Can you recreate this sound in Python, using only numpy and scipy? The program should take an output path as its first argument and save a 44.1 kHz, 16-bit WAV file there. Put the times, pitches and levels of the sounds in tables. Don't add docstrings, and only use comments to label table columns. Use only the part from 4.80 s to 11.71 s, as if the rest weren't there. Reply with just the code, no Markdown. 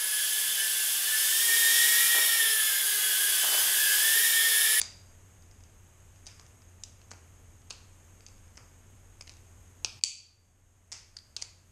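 import sys
import numpy as np
from scipy import signal
from scipy.fft import rfft, irfft, next_fast_len
from scipy.io import wavfile
from scipy.ndimage import uniform_filter1d, minimum_filter1d, map_coordinates

SR = 44100
rng = np.random.default_rng(int(sys.argv[2]) if len(sys.argv) > 2 else 0)


def field_ratio(decibels):
    return 10 ** (np.asarray(decibels, dtype=float) / 20)


def store_wav(level_fs):
    pcm = np.round(np.clip(np.atleast_2d(level_fs), -1, 1) * 32767)
    wavfile.write(sys.argv[1], SR, pcm.T.astype(np.int16))


N = 304731

# start in seconds, peak of the main ring in dB, then the thud
# in the hand, the low ring and the high ring, all three in dB relative to the main ring.
CLACKS = [(0.0153, -17.5, -14, -3, 2), (1.467, -35.5, -13, -4.5, -2.5), (1.5964, -41, 1.5, -32, -3),
          (2.0362, -35, -15, 1.5, 8.5), (2.315, -38.5, 4, -9, 6.5), (2.9055, -31, -7.5, -7.5, 1.5),
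          (3.4645, -42, -20, -5, 4), (3.7759, -40, 3.5, -15, -2), (4.4096, -35.5, -6, -3.5, -4),
          (4.4762, -40.5, -12, 0, -4), (4.4944, -37, -9, -3.5, -3), (5.0466, -14, -14.5, -8, -8.5),
          (5.2373, -14, -29, -8.5, 8), (6.1178, -34.5, -14.5, -10, -1.5), (6.3674, -29.5, -31, -12.5, -10),
          (6.5648, -27, -12.5, -8, 1.5), (6.6233, -23.5, -12.5, -13, 3.5)]
# start in seconds, peak in dB, high ring in dB relative to the peak.
REBOUNDS = [(-.02, -17.5, 4.5), (.0085, -34, -6), (0.0161, -26, 3), (1.459, -49, 0), (1.4721, -39.5, 3),
            (1.4736, -41.5, -2), (1.483, -50, -4), (2.0412, -51, 10), (2.3186, -44, 4), (2.335, -47.5, -4),
            (2.901, -46, 5), (2.9077, -31, -4.5), (2.911, -32, -4), (2.926, -50, 13), (3.468, -50.5, 0),
            (4.4115, -40.5, 4), (4.422, -47.5, 8), (5.0481, -20.5, -6), (5.0521, -27.5, -4.5),
            (5.0594, -33, -1.5), (5.2462, -34, 10.5), (6.122, -31, -9), (6.123, -35.5, 6),
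            (6.1277, -36, 4.5), (6.1292, -33.5, -2), (6.1374, -42, 0), (6.3704, -37.5, -3),
            (6.3875, -38, -9), (6.5669, -26, -3), (6.6273, -35, -3)]
# start in seconds, peak in dB, thud and high ring in dB relative to the peak.
TICKS = [(.623, -55, -10, 0), (.7127, -52, -9, 1), (0.8064, -59, 0, 1), (.837, -53.5, -6, 7.5),
         (1.36, -57, -6, -1), (1.612, -57, -6, 10), (1.664, -53, -13, 5), (1.8196, -53, -4, -10),
         (2.216, -51.5, 0, -9), (2.3078, -55, -16, 14), (2.31, -54, -14, 16), (2.818, -62, -3, 6),
         (3.4065, -48, -6, -1), (3.4855, -50, -6, 2), (3.772, -51, 3, 12), (4.472, -50, -6, 4),
         (4.515, -53, -14, 6), (4.52, -57, -13, 10), (4.5378, -53, -16, 3), (4.5683, -56, -14, 6),
         (5.212, -51.5, -10, -4), (6.57, -38, -14, -4), (6.6165, -41, -18, 5), (3.5805, -58, -12, -4),
         (3.679, -60, -10, 0), (3.7565, -55, -12, -4), (4.4995, -49, -14, 4), (6.6211, -39, -12, 5)]
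# time in seconds, main ring in Hz, its width in Hz, low ring in Hz, its width in Hz.
GRIP = [(.015, 4790, 260, 2400, 880), (1.467, 4850, 600, 2400, 800), (1.597, 5000, 900, 1900, 900),
        (2.036, 4800, 700, 3200, 710), (2.315, 4500, 800, 2350, 700), (2.905, 4500, 710, 2580, 350),
        (3.464, 4760, 500, 2480, 600), (3.776, 4920, 500, 2300, 400), (4.41, 4960, 350, 2280, 350),
        (4.495, 4500, 900, 2570, 780), (5.046, 4920, 800, 2507, 220), (5.237, 4653, 189.6, 2500, 200),
        (6.117, 5000, 900, 2350, 780), (6.367, 4750, 350, 1920, 600), (6.565, 4700, 900, 2540, 200),
        (6.623, 4700, 450, 2220, 400)]
# time in seconds, room answer in dB over its usual share, side ring in dB.
TURNS = [(.015, -1.25, 7.5), (1.467, 5.5, 3.5), (1.597, -1, -8), (2.036, 1, 0), (2.315, -0.5, -6),
         (2.905, 1, -15), (3.464, 2, 2), (3.776, 1.5, -13), (4.41, -6.5, -6), (4.495, 0, -2),
         (5.046, -3, -9), (5.238, 0, -22), (6.118, 6, -3), (6.367, -3, -3), (6.565, -0.5, -10),
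         (6.623, -3.5, -8)]
# pitch in Hz, width in Hz, level in dB.
HAND_THUD = [(282, 460, -2.5), (600, 570, 3), (1240, 1424, -1)]
# pitch in Hz, width in Hz, level in dB.
HIGH_RING = [(5440, 1170, -7), (6600, 536, -1.5), (7560, 350, -3.5), (8950, 580, -14.5),
             (10500, 180, -13.5), (13730, 800, -27.5)]
# frequency in Hz, time to fall by 60 dB in seconds.
ROOM_T60 = [(300, 0.66), (1200, 0.5), (2500, 0.51), (4600, 0.5064), (6500, 0.43), (9000, 0.39),
            (13000, 0.49)]
# frequency in Hz, level in dB.
ROOM_TONE = [(300, -1.5), (1500, 4), (2500, 0.5), (4600, -3.5), (6500, -2.5), (9000, -1), (14000, -2)]
# frequency in Hz, level in dB per Hz.
RUMBLE = [(11, -27), (20, 1), (50, -4.5), (75, -7.5), (110, -7), (140, -12.5), (250, -16.5), (420, -26),
          (700, -54.5), (1100, -120)]
# frequency in Hz, level in dB per Hz.
HISS = [(200, -18), (300, -3), (500, -2.5), (850, -5), (1800, -8), (3000, -11), (4300, -18.5), (5700, -16),
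        (6500, -7), (7800, -8.5), (9000, -12), (10400, -18), (12400, -15.5), (13700, -21), (15500, -18)]
# frequency in Hz, limit in dB relative to the middle treble level of the moment.
FAINTEST_KEPT = [(2500, -30), (3500, -5), (4500, -4), (5500, -7), (8500, -8), (10300, -3), (12000, -2),
                 (13200, -2.5), (14300, 2), (16000, 6)]


def unit(x):
    return x / np.sqrt(np.mean(x ** 2, axis=-1, keepdims=True) + 1e-20)


def along(points, hz):
    f, value = np.transpose(points)
    return np.interp(np.log(hz + 1), np.log(f + 1), value)


def wobble(rate):
    knots = rng.standard_normal(int(N * rate / SR) + 4)
    return map_coordinates(knots, [np.arange(N) * rate / SR])


def noise(colour):
    length = next_fast_len(N)
    spectrum = rfft(rng.standard_normal(length))
    spectrum = spectrum * field_ratio(along(colour, np.fft.rfftfreq(length, 1 / SR)))
    return unit(irfft(spectrum, length)[:N])


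def gain_db(seconds):
    rest_db, duck_db = 0.89, -12
    drop_s, hold_s, return_s = 0.005, 0.094, 1.42
    late = seconds - 5.194
    drop = np.clip(late / drop_s, 0, 1)
    recovery = np.exp(-np.clip(late - hold_s, 0, None) / return_s)
    return rest_db + duck_db * drop * recovery


def contacts():
    lead = np.array(CLACKS)
    rows = list(CLACKS)
    for s, db, high_db in REBOUNDS:
        nearest = np.abs(lead[:, 0] - s).argmin()
        thud_db, low_db = lead[nearest, 2:4]
        rows.append((s, db, thud_db, low_db, high_db))
    for s, db, thud_db, high_db in TICKS:
        rows.append((s, db, thud_db, -2.5, high_db))
    return np.transpose(rows)[:, :, None]


def ring(blows, modes, detune):
    f = np.fft.rfftfreq(blows.shape[1], 1 / SR)
    body = 0
    for k, (hz, width, db) in enumerate(modes):
        centre = hz * detune[:, k:k + 1]
        damping = 1j * f * 2 * width
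        peak = damping / (centre * centre - f * f + damping)
        body = body + (-1) ** k * field_ratio(db) * peak ** 2
    out = irfft(rfft(blows) * body)
    return out / np.abs(out).max(axis=1, keepdims=True)


def room(direct):
    burst = rng.standard_normal((len(direct), SR * 3 // 5))
    hz, t, z = signal.stft(burst, SR, nperseg=256)
    fall_db = along(ROOM_TONE, hz)[:, None] - 60 * t / along(ROOM_T60, hz)[:, None]
    tail = signal.istft(z * field_ratio(fall_db), SR, nperseg=256)[1]
    age = np.arange(tail.shape[1]) / SR
    tail = tail * np.clip((age - 0.003) / 0.0044, 0, 1)
    return signal.fftconvolve(direct, unit(tail) / np.sqrt(tail.shape[1]), axes=1)


def knife():
    s, db, thud_db, low_db, high_db = contacts()
    when, *grip = np.transpose(GRIP)
    main_hz, main_width, low_hz, low_width = [np.interp(s, when, column) for column in grip]
    when, *turn = np.transpose(TURNS)
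    wet_db, side_db = [np.interp(s, when, column) for column in turn]

    t = np.arange(1024) / SR
    blow = np.tile(t == 0, (len(s), 1))
    hard_db = np.clip(db + 38, 0, None)
    loose = 0.36 * field_ratio(-0.3 * hard_db)
    chatter = loose * rng.standard_normal(blow.shape) * field_ratio(-60 * t / 0.013)

    detune = 1 + 0.0092 * rng.standard_normal((len(s), 8))
    in_tune = np.ones_like(detune)
    main_ring = [(main_hz, main_width, 0)]
    low_ring = [(low_hz, low_width, 0), (3200, 408, -7), (3910, 505, side_db)]
    parts = [(0, main_ring, in_tune), (thud_db, HAND_THUD, detune),
             (low_db, low_ring, in_tune), (high_db, HIGH_RING, detune)]
    level = field_ratio(db - gain_db(s))

    def clack(force):
        return level * sum(field_ratio(rel_db) * ring(force, modes, shift) for rel_db, modes, shift in parts)

    heard = field_ratio(-5.5 + wet_db) * room(clack(blow))
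    heard[:, :len(t)] += clack(blow + chatter) * field_ratio(0.5 - 60 * t / 0.049)
    out = np.zeros(N + 2 * SR)
    for start, row in zip(s[:, 0], heard):
        out[SR + round(start * SR):][:len(row)] += row
    return out[SR:SR + N]


def appliance_hum():
    hum_hz, hum_db = 89.1, -58
    phase = 2 * np.pi * hum_hz * np.arange(N) / SR + 2.5 * wobble(3) + 0.9 * wobble(30)
    return field_ratio(hum_db + 2 + 0.84 * wobble(44)) * np.sin(phase)


def room_rumble():
    return field_ratio(-60.5 + 0.8 * wobble(1.71)) * noise(RUMBLE)


def microphone_hiss():
    whistle_hz, width_hz, whistle_db = 6520, 110, 4.2
    b, a = signal.iirpeak(whistle_hz, whistle_hz / width_hz, SR)
    whistle = signal.lfilter(b, a, rng.standard_normal(N))
    level = field_ratio(-64.5 + 0.47 * wobble(3.09))
    return level * (noise(HISS) + field_ratio(whistle_db - 11) * unit(whistle))


def scene():
    soften = signal.butter(3, 10500, fs=SR, output="sos")
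    background = appliance_hum() + room_rumble() + microphone_hiss()
    return (signal.sosfilt(soften, knife()) + background)[None]


def lose_faint_patches(x):
    hz, _, z = signal.stft(x, SR, nperseg=2048)
    power = uniform_filter1d(np.abs(z) ** 2, size=5, axis=1)
    treble = (hz > 9000) & (hz < 13500)
    middle = np.median(power[:, treble], axis=1, keepdims=True)
    middle = minimum_filter1d(middle, size=3, axis=2)
    limit = middle * field_ratio(2 * along(FAINTEST_KEPT, hz))[:, None]
    return signal.istft(z * (power > limit), SR, nperseg=2048)[1][:, :N]


def top_cut(x):
    return signal.sosfilt(signal.butter(12, 15010, fs=SR, output="sos"), x)


def record(dry):
    x = dry * field_ratio(gain_db(np.arange(N) / SR))
    mix = lose_faint_patches(x)
    return top_cut(mix)


dry = scene()
out = record(dry)
store_wav(out)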